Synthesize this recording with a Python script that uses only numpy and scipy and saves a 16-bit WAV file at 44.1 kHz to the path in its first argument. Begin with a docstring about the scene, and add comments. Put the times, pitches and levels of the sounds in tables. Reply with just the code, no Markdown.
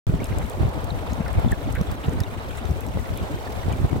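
"""A spring wells up through shallow water on a pebble beach. Trapped air resonates, lower the larger
the pocket: big ones glug, small bubbles ring, and surface films burst with sharp ticks over a fine fizz.
Wavelets fold over the pebbles and trap clusters of bubbles. The nearby water makes a steady broadband
wash, and turbulent wind buffets the two ports of a hand-held microphone."""
import sys
import numpy as np
from scipy import signal
from scipy.fft import rfft, irfft
from scipy.io import wavfile
from scipy.ndimage import uniform_filter1d

SR = 44100
rng = np.random.default_rng(int(sys.argv[2]) if len(sys.argv) > 2 else 0)


def transcribe(u):
    """Save the signal u as a 16-bit wav file named by the first command-line argument.

    u: samples, shape (n,) or (channels, n), limited to [-1, 1]; the rate is SR.
    q: integer samples, one column per channel.
    """
    v = np.clip(np.atleast_2d(u).T, -1, 1)
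    q = np.round(v * 32767).astype(np.int16)
    wavfile.write(sys.argv[1], SR, q)


N = 176400


# Large air pockets welling up: t/s, level/dB, f/Hz
GLUGS = [(0.097, -12.5, 145.2), (0.145, -14, 162.1), (1.205, -19, 192), (1.468, -18.5, 222),
         (1.676, -22.5, 267), (1.815, -15.5, 184), (2.135, -21.5, 261), (2.962, -25.5, 150.7)]
def glugs():
    """Resonance of a large air pocket: a low note of a few cycles that climbs as it nears the surface."""
    width_cycles, climb_per_s = 0.75, 9.74
    out, t = np.zeros((2, N)), (np.arange(4096) - 2048) / SR
    for s, db, hz in GLUGS:
        phase = 2 * np.pi * np.cumsum(hz * np.exp(climb_per_s * t)) / SR
        swell = np.exp(-.5 * (t * hz / width_cycles) ** 2)
        add(out, s + t[0], undb(db) * np.sin(phase) * swell)
    return out


def bubble(hz, cycles, glide):
    """Minnaert resonance: air is the spring, water the mass; the ring falls to 1/e in `cycles` periods."""
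    rise_s = 0.00077
    t = np.arange(int(6 * cycles / hz * SR) + 2) / SR
    age = t * hz / cycles
    phase = 2 * np.pi * np.cumsum(hz * (1 + glide * np.minimum(age, 2))) / SR
    ring = np.sin(phase) * np.exp(-age) * (1 - np.exp(-t / rise_s))
    return ring / np.abs(ring).max()


# Bubbles in the shallows: t/s, level/dB, f/Hz, pan/dB (left minus right)
BUBBLES = [(0.202, -32.5, 2300, -1), (0.3293, -40, 1700, -1.0), (0.9045, -31, 3920, -5),
           (0.9038, -31, 4280, -2), (1.2603, -29, 1490, -2), (1.485, -33.5, 3620, -1),
           (1.522, -21, 1833, -2.0), (1.526, -30, 1710, -2), (2.04, -34, 3000, -4),
           (2.202, -33.5, 1910, -1), (2.2035, -35, 5100, -11), (2.2353, -30.5, 3830, 4),
           (2.264, -37, 2900, 0), (2.397, -40, 4020, -1), (2.444, -40, 3330, -3), (2.627, -39.5, 3820, 0),
           (2.654, -39, 3970, -1), (2.9881, -35.5, 2040, 5), (3.057, -35.5, 2010, -0.5),
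           (3.166, -38, 3550, -5), (3.457, -38, 4640, 0), (3.472, -34.5, 1820, -3), (3.632, -35.5, 2000, 1),
           (3.725, -34.5, 3080, 1), (3.732, -33.5, 2460, -0.5), (3.909, -38.5, 2300, -2)]
def near_bubbles():
    """Damped free oscillation: the clearest bubbles ring singly, sinking slightly in pitch."""
    out = np.zeros((2, N))
    for s, db, hz, pan in BUBBLES:
        add(out, s, bubble(hz, cycles=11.6, glide=-0.035) * undb(db - 2.5) * sides(pan))
    return out


def burst(hz):
    """Impulsive excitation: a film snaps with a crack, a tiny ring and a short scatter off the pebbles."""
    crack_s, scatter_s, ring_cycles = 0.0006, 0.0035, 5.5
    low_hz, high_hz = 2620, 14100
    t = np.arange(1024) / SR
    crack = np.diff(noise_pair(alike=0.16, size=1025))
    crack = signal.sosfilt(signal.butter(1, (low_hz, high_hz), "band", fs=SR, output="sos"), crack)
    crack = signal.sosfilt(signal.butter(1, high_hz, fs=SR, output="sos"), crack)
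    crack *= np.exp(-t / crack_s) + undb(-6.5) * np.exp(-t / scatter_s)
    ring = np.sin(2 * np.pi * hz * t) * np.exp(-t * hz / ring_cycles)
    snap = crack / np.abs(crack).max() + undb(-1) * ring
    return snap / np.abs(snap).max()


# Bubbles bursting at the surface: t/s, level/dB, f/Hz
BURSTS = [(0.2416, -27.5, 8300), (0.2554, -39, 5160), (0.2678, -39.5, 9700), (0.384, -28, 7600),
          (0.4622, -41, 12200), (0.4968, -31, 8000), (0.516, -45, 6100), (0.533, -45, 8000),
          (0.842, -33.5, 13400), (1.132, -34.5, 6600), (1.2792, -37, 5430), (1.3292, -37, 8200),
          (1.397, -37.5, 11300), (1.517, -28.5, 7860), (1.724, -33.5, 8100), (1.751, -34.5, 13500),
          (1.8112, -35, 5830), (1.9138, -31.5, 14800), (2.093, -37, 7040), (2.1326, -37, 8300),
          (2.2025, -25.5, 5200), (2.234, -39, 5890), (2.5712, -39, 7800), (2.6524, -41, 6100),
          (2.7083, -39, 6100), (2.806, -32.5, 11500), (2.8637, -38, 8000), (2.885, -40.5, 5870),
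          (3.072, -40.5, 14100), (3.1731, -31.5, 10500), (3.725, -36.5, 6840)]
def near_bursts():
    """Film rupture close by: each bubble ends in one sharp tick."""
    out = np.zeros((2, N))
    for s, db, hz in BURSTS:
        add(out, s + 0.0015, burst(hz) * undb(db + 7) * sides(2 * rng.standard_normal()))
    return out


# Wavelets lapping on the pebbles: t/s, level/dB, centre f/Hz
LAPS = [(0.235, -33.5, 3210), (0.315, -35, 2120), (0.402, -33, 1670), (1.104, -37, 5640),
        (1.262, -30, 1560), (1.747, -25.5, 1780), (2.035, -32.5, 3210), (2.194, -39, 3380),
        (2.569, -37.5, 7900), (3.165, -35, 2910), (3.69, -36.5, 2750)]
def laps():
    """Air entrainment: a wavelet folds over a pebble and traps a dozen bubbles of similar size."""
    span_s, span_octaves = 0.024, 0.936
    out = np.zeros((2, N))
    for s, db, hz in LAPS:
        cluster = np.zeros((2, 8192))
        for late, pitch, loud, place in rng.random((12, 4)):
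            ring = bubble(hz * 2 ** (span_octaves * (pitch - .5)), cycles=3.7, glide=0)
            add(cluster, late * span_s, ring * (1 + loud) * sides(10 * (place - .5)))
        add(out, s, cluster / np.abs(cluster).max() * undb(db))
    return out


def swarm(per_s, low_hz, high_hz, spread_db, cycles):
    """Incoherent superposition of bubbles of mixed sizes, strengths, glides and places; rms 1."""
    max_lag_s = .0002
    out = np.zeros((2, N))
    for when, pitch, faint, place, sustain, bend in rng.random((int(per_s * N / SR), 6)):
        hz = low_hz * (high_hz / low_hz) ** pitch
        db = -spread_db * np.log(max(faint, .03)) - 2 * pitch  # smaller bubbles are weaker
        ring = bubble(hz, cycles * (.5 + sustain), glide=0.16 * (bend - .5))
        pair = np.pad(ring, 32) * undb(db) * sides(12 * (place - .5))
        add(out, when * N / SR, lagged(pair, max_lag_s * (2 * place - 1)))
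    return unit(out)


# Spectrum of the rippling water: f/Hz, level/dB
RIPPLE_SPECTRUM = [(500, -42), (1000, 8.5), (1550, 4.5), (2200, 4), (3800, -4.5), (5000, -18),
                   (8000, -12.5), (16000, -17)]
# Envelope of the ripple and babble: t/s, level/dB
RIPPLE_LEVEL = [(0.1, -47.5), (0.4, -46), (0.8, -49.5), (1.4, -45.5), (1.65, -46), (2.1, -46), (2.5, -46.5),
                (2.9, -49), (3.2, -46.5), (3.5, -46.5), (4.0, -50.5)]
def welling():
    """Resonant pitch falls with size: small bubbles babble and larger ones gurgle amid rippling noise."""
    ripple = wavering_noise(RIPPLE_SPECTRUM, alike=0.08, waver_db=3, waver_hz=150) * undb(0.5)
    babble = swarm(per_s=260, low_hz=1192, high_hz=4030, spread_db=2.4, cycles=8.6) * undb(-3)
    gurgle = swarm(per_s=90, low_hz=229.3, high_hz=902, spread_db=2.5, cycles=3) * undb(-39.5)
    return ((ripple + babble) * curve(RIPPLE_LEVEL) + gurgle) * sides(-0.9)


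def prickle(per_s=70, lowest_hz=4500, spread_db=2.5):
    """Shot noise: faint, independent bursts scattered over the surface."""
    out = np.zeros((2, N))
    for when, pitch, faint, place in rng.random((int(per_s * N / SR), 4)):
        db = -50 - spread_db * np.log(max(faint, .04))
        add(out, when * N / SR, burst(lowest_hz * 3 ** pitch) * undb(db) * sides(6 * (place - .5)))
    return out


# Spectrum of the fizz: f/Hz, level/dB
FIZZ_SPECTRUM = [(1500, -4.5), (4000, 1), (6000, 2), (7200, 0), (8200, 2.5), (9300, -4), (12000, -1.5),
                 (16000, -2.5)]
# Envelope of the fizz: t/s, level/dB
FIZZ_LEVEL = [(0.1, 0.5), (0.9, 0), (2.2, -0.5), (2.95, 1), (3.5, 3.5), (4.0, 2)]
def fizz():
    """Superposition: a spray of tiny, briefly ringing bubbles merges with a fine hiss."""
    hiss = wavering_noise(FIZZ_SPECTRUM, alike=0.042, waver_db=2.06, waver_hz=160) * undb(-54)
    spray = swarm(per_s=440, low_hz=2920, high_hz=12000, spread_db=3, cycles=4.9) * undb(-58.5)
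    return (hiss + spray) * curve(FIZZ_LEVEL)


# Spectrum of the water's wash: f/Hz, level/dB
WASH_SPECTRUM = [(60, -11.5), (150, -5.5), (300, -6), (450, -2.5), (650, -0.5), (900, -3.5), (1300, -9.5),
                 (2000, -18), (4000, -24), (16000, -70)]
# Envelope of the wash: t/s, level/dB
WASH_LEVEL = [(0.1, -43), (0.4, -36), (0.55, -36.5), (0.8, -34), (1.0, -34), (1.45, -33.5), (1.6, -38),
              (1.8, -36), (2.2, -37.5), (2.45, -38), (2.95, -39.5), (3.2, -37), (3.7, -34.5), (4.0, -37.5)]
def water_wash():
    """Partial coherence: a steady wash of nearby water, about half its power common to both ports."""
    wash = wavering_noise(WASH_SPECTRUM, alike=0.52, waver_db=1.7, waver_hz=50)
    return wash * curve(WASH_LEVEL) * undb(-0.5) * sides(-2)


# Gusts on the ports: t/s, level/dB, f/Hz, pan/dB (left minus right)
BUFFETS = [(0.088, -15.5, 81, 1.5), (0.147, -17.5, 109, -3), (0.215, -26, 190, 1), (0.322, -21, 136, -2),
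           (0.367, -22, 101, 4), (0.402, -23.5, 112, 0), (0.436, -24, 90, 5), (0.612, -16, 94, -3),
           (0.645, -15, 104, 0), (0.686, -20.5, 80, 1), (0.78, -25.5, 123, 2), (0.937, -21, 97, 10),
           (1.131, -22.5, 106, 7), (1.207, -22, 130, 9), (1.385, -13.5, 79.5, -1), (1.461, -14, 111, 4.5),
           (1.526, -16, 96, -0.5), (1.684, -23.5, 107, -6.5), (1.754, -23, 85, -2), (1.803, -17.5, 90, -5),
           (1.912, -22.5, 89, 0), (2.084, -16.5, 123, -1), (2.172, -23.5, 110, -2), (2.212, -18, 127, -7),
           (2.712, -21, 109, -1.5), (2.96, -20.5, 118, 2), (3.112, -23, 102, 2.5), (3.222, -22, 126, -3),
           (3.345, -24.5, 136, -1), (3.669, -19, 120, -3.5), (3.73, -22, 125, 2), (3.8, -21, 110, -5),
           (3.845, -13.5, 119, -2), (3.93, -18.5, 143, 9.5), (3.967, -20.5, 117, -1)]
def wind_buffets():
    """Turbulent pressure fluctuation: eddies thump each port almost independently in short gusts."""
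    rise_s, fall_s, rolloff = 0.015, 0.013, 1.89
    out = np.zeros((2, N))
    t, f = (np.arange(8192) - 4096) / SR, np.fft.rfftfreq(8192, 1 / SR)
    swell = np.exp(-.5 * (t / np.where(t < 0, rise_s, fall_s)) ** 2)
    for s, db, hz, pan in BUFFETS:
        eddies = undb(6.5 * unit(uniform_filter1d(rng.standard_normal(len(t)), size=200)))
        pressure = noise_pair(alike=0.047, size=len(t)) * swell * eddies
        ratio = f / (0.68 * hz)
        band = ratio ** 2 / (1 + ratio ** 4) ** (.5 + rolloff / 4)  # falls as f ** -rolloff
        thump = irfft(rfft(pressure) * band)
        thump *= np.sqrt(np.sum(swell ** 2) / np.sum(thump ** 2, axis=1, keepdims=True))
        add(out, s + t[0], thump * undb(db - .5) * unit(sides(pan)))
    return out


# Spectrum of the wind flutter: f/Hz, level/dB
FLUTTER_SPECTRUM = [(6, -42), (18, -3), (30, -32), (50, 0.5), (66, 1.5), (100, -2), (160, -11),
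                    (300, -19.5), (600, -24), (1500, -53)]
def wind_flutter(waver_db=3, waver_hz=45):
    """Sustained turbulence: a low flutter, uncorrelated between the ports and stronger on the left."""
    ports = []
    for _ in range(2):
        pressure = rng.standard_normal(N) * undb(waver_db * walk(waver_hz))
        ports.append(unit(colour(pressure, FLUTTER_SPECTRUM)))
    return np.array(ports) * undb(-31) * sides(7)


def wavering_noise(spectrum, alike, waver_db, waver_hz):
    """Random amplitude modulation of coloured noise at both ports; rms 1."""
    return unit(colour(noise_pair(alike, N), spectrum) * undb(waver_db * walk(waver_hz)))


def noise_pair(alike, size):
    """Two white noises with correlation coefficient `alike`."""
    noise = rng.standard_normal((3, size))
    return np.sqrt(alike) * noise[0] + np.sqrt(1 - alike) * noise[1:]


def walk(hz):
    """Random levels held for 1 / hz seconds and smoothed twice; spread near 1."""
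    hold = int(SR / hz)
    steps = np.repeat(rng.standard_normal(N // hold + 1), hold)
    return 1.53 * uniform_filter1d(uniform_filter1d(steps, hold), hold)[:N]


def colour(x, spectrum):
    """Spectral shaping by (f/Hz, level/dB) points."""
    hz, db = np.array(spectrum).T
    log_f = np.log(np.fft.rfftfreq(N, 1 / SR) + 1)
    return irfft(rfft(x) * undb(np.interp(log_f, np.log(hz), db)), N)


def curve(points):
    """Amplitude envelope through (t/s, level/dB) points."""
    return undb(np.interp(np.arange(N) / SR, *np.array(points).T))


def sides(pan_db):
    """Level difference as left and right gains."""
    return undb(np.array([[pan_db], [-pan_db]]) / 2)


def lagged(pair, lag_s):
    """Arrival-time difference: the right port lags the left."""
    return np.array([pair[0], np.roll(pair[1], int(round(lag_s * SR)))])


def undb(db):
    """Decibels to amplitude ratio."""
    return 10 ** (np.asarray(db) / 20)


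def unit(x):
    """Scale to rms 1."""
    return x / np.sqrt(np.mean(x ** 2))


def add(out, s, x):
    """Superpose a short sound at s seconds."""
    i = int(np.clip(s * SR, 0, N - 1))
    out[:, i:i + x.shape[-1]] += x[..., :N - i]


def scene():
    """Linear superposition: the pool reaches the right port slightly late; single events do not."""
    wind = wind_flutter() + wind_buffets()
    singles = glugs() + near_bubbles() + near_bursts() + laps()
    pool = welling() + prickle() + fizz() + water_wash()
    return singles + lagged(pool, lag_s=.00022) + wind


def record(dry):
    """Gating and band limiting: the sound opens after a brief silence, its highest treble cut."""
    start_s, top_hz = .068, 16000
    opened = dry * (np.arange(N) / SR >= start_s)
    return signal.sosfilt(signal.ellip(10, .2, 80, top_hz, fs=SR, output="sos"), opened)


dry = scene()
out = record(dry)
transcribe(out)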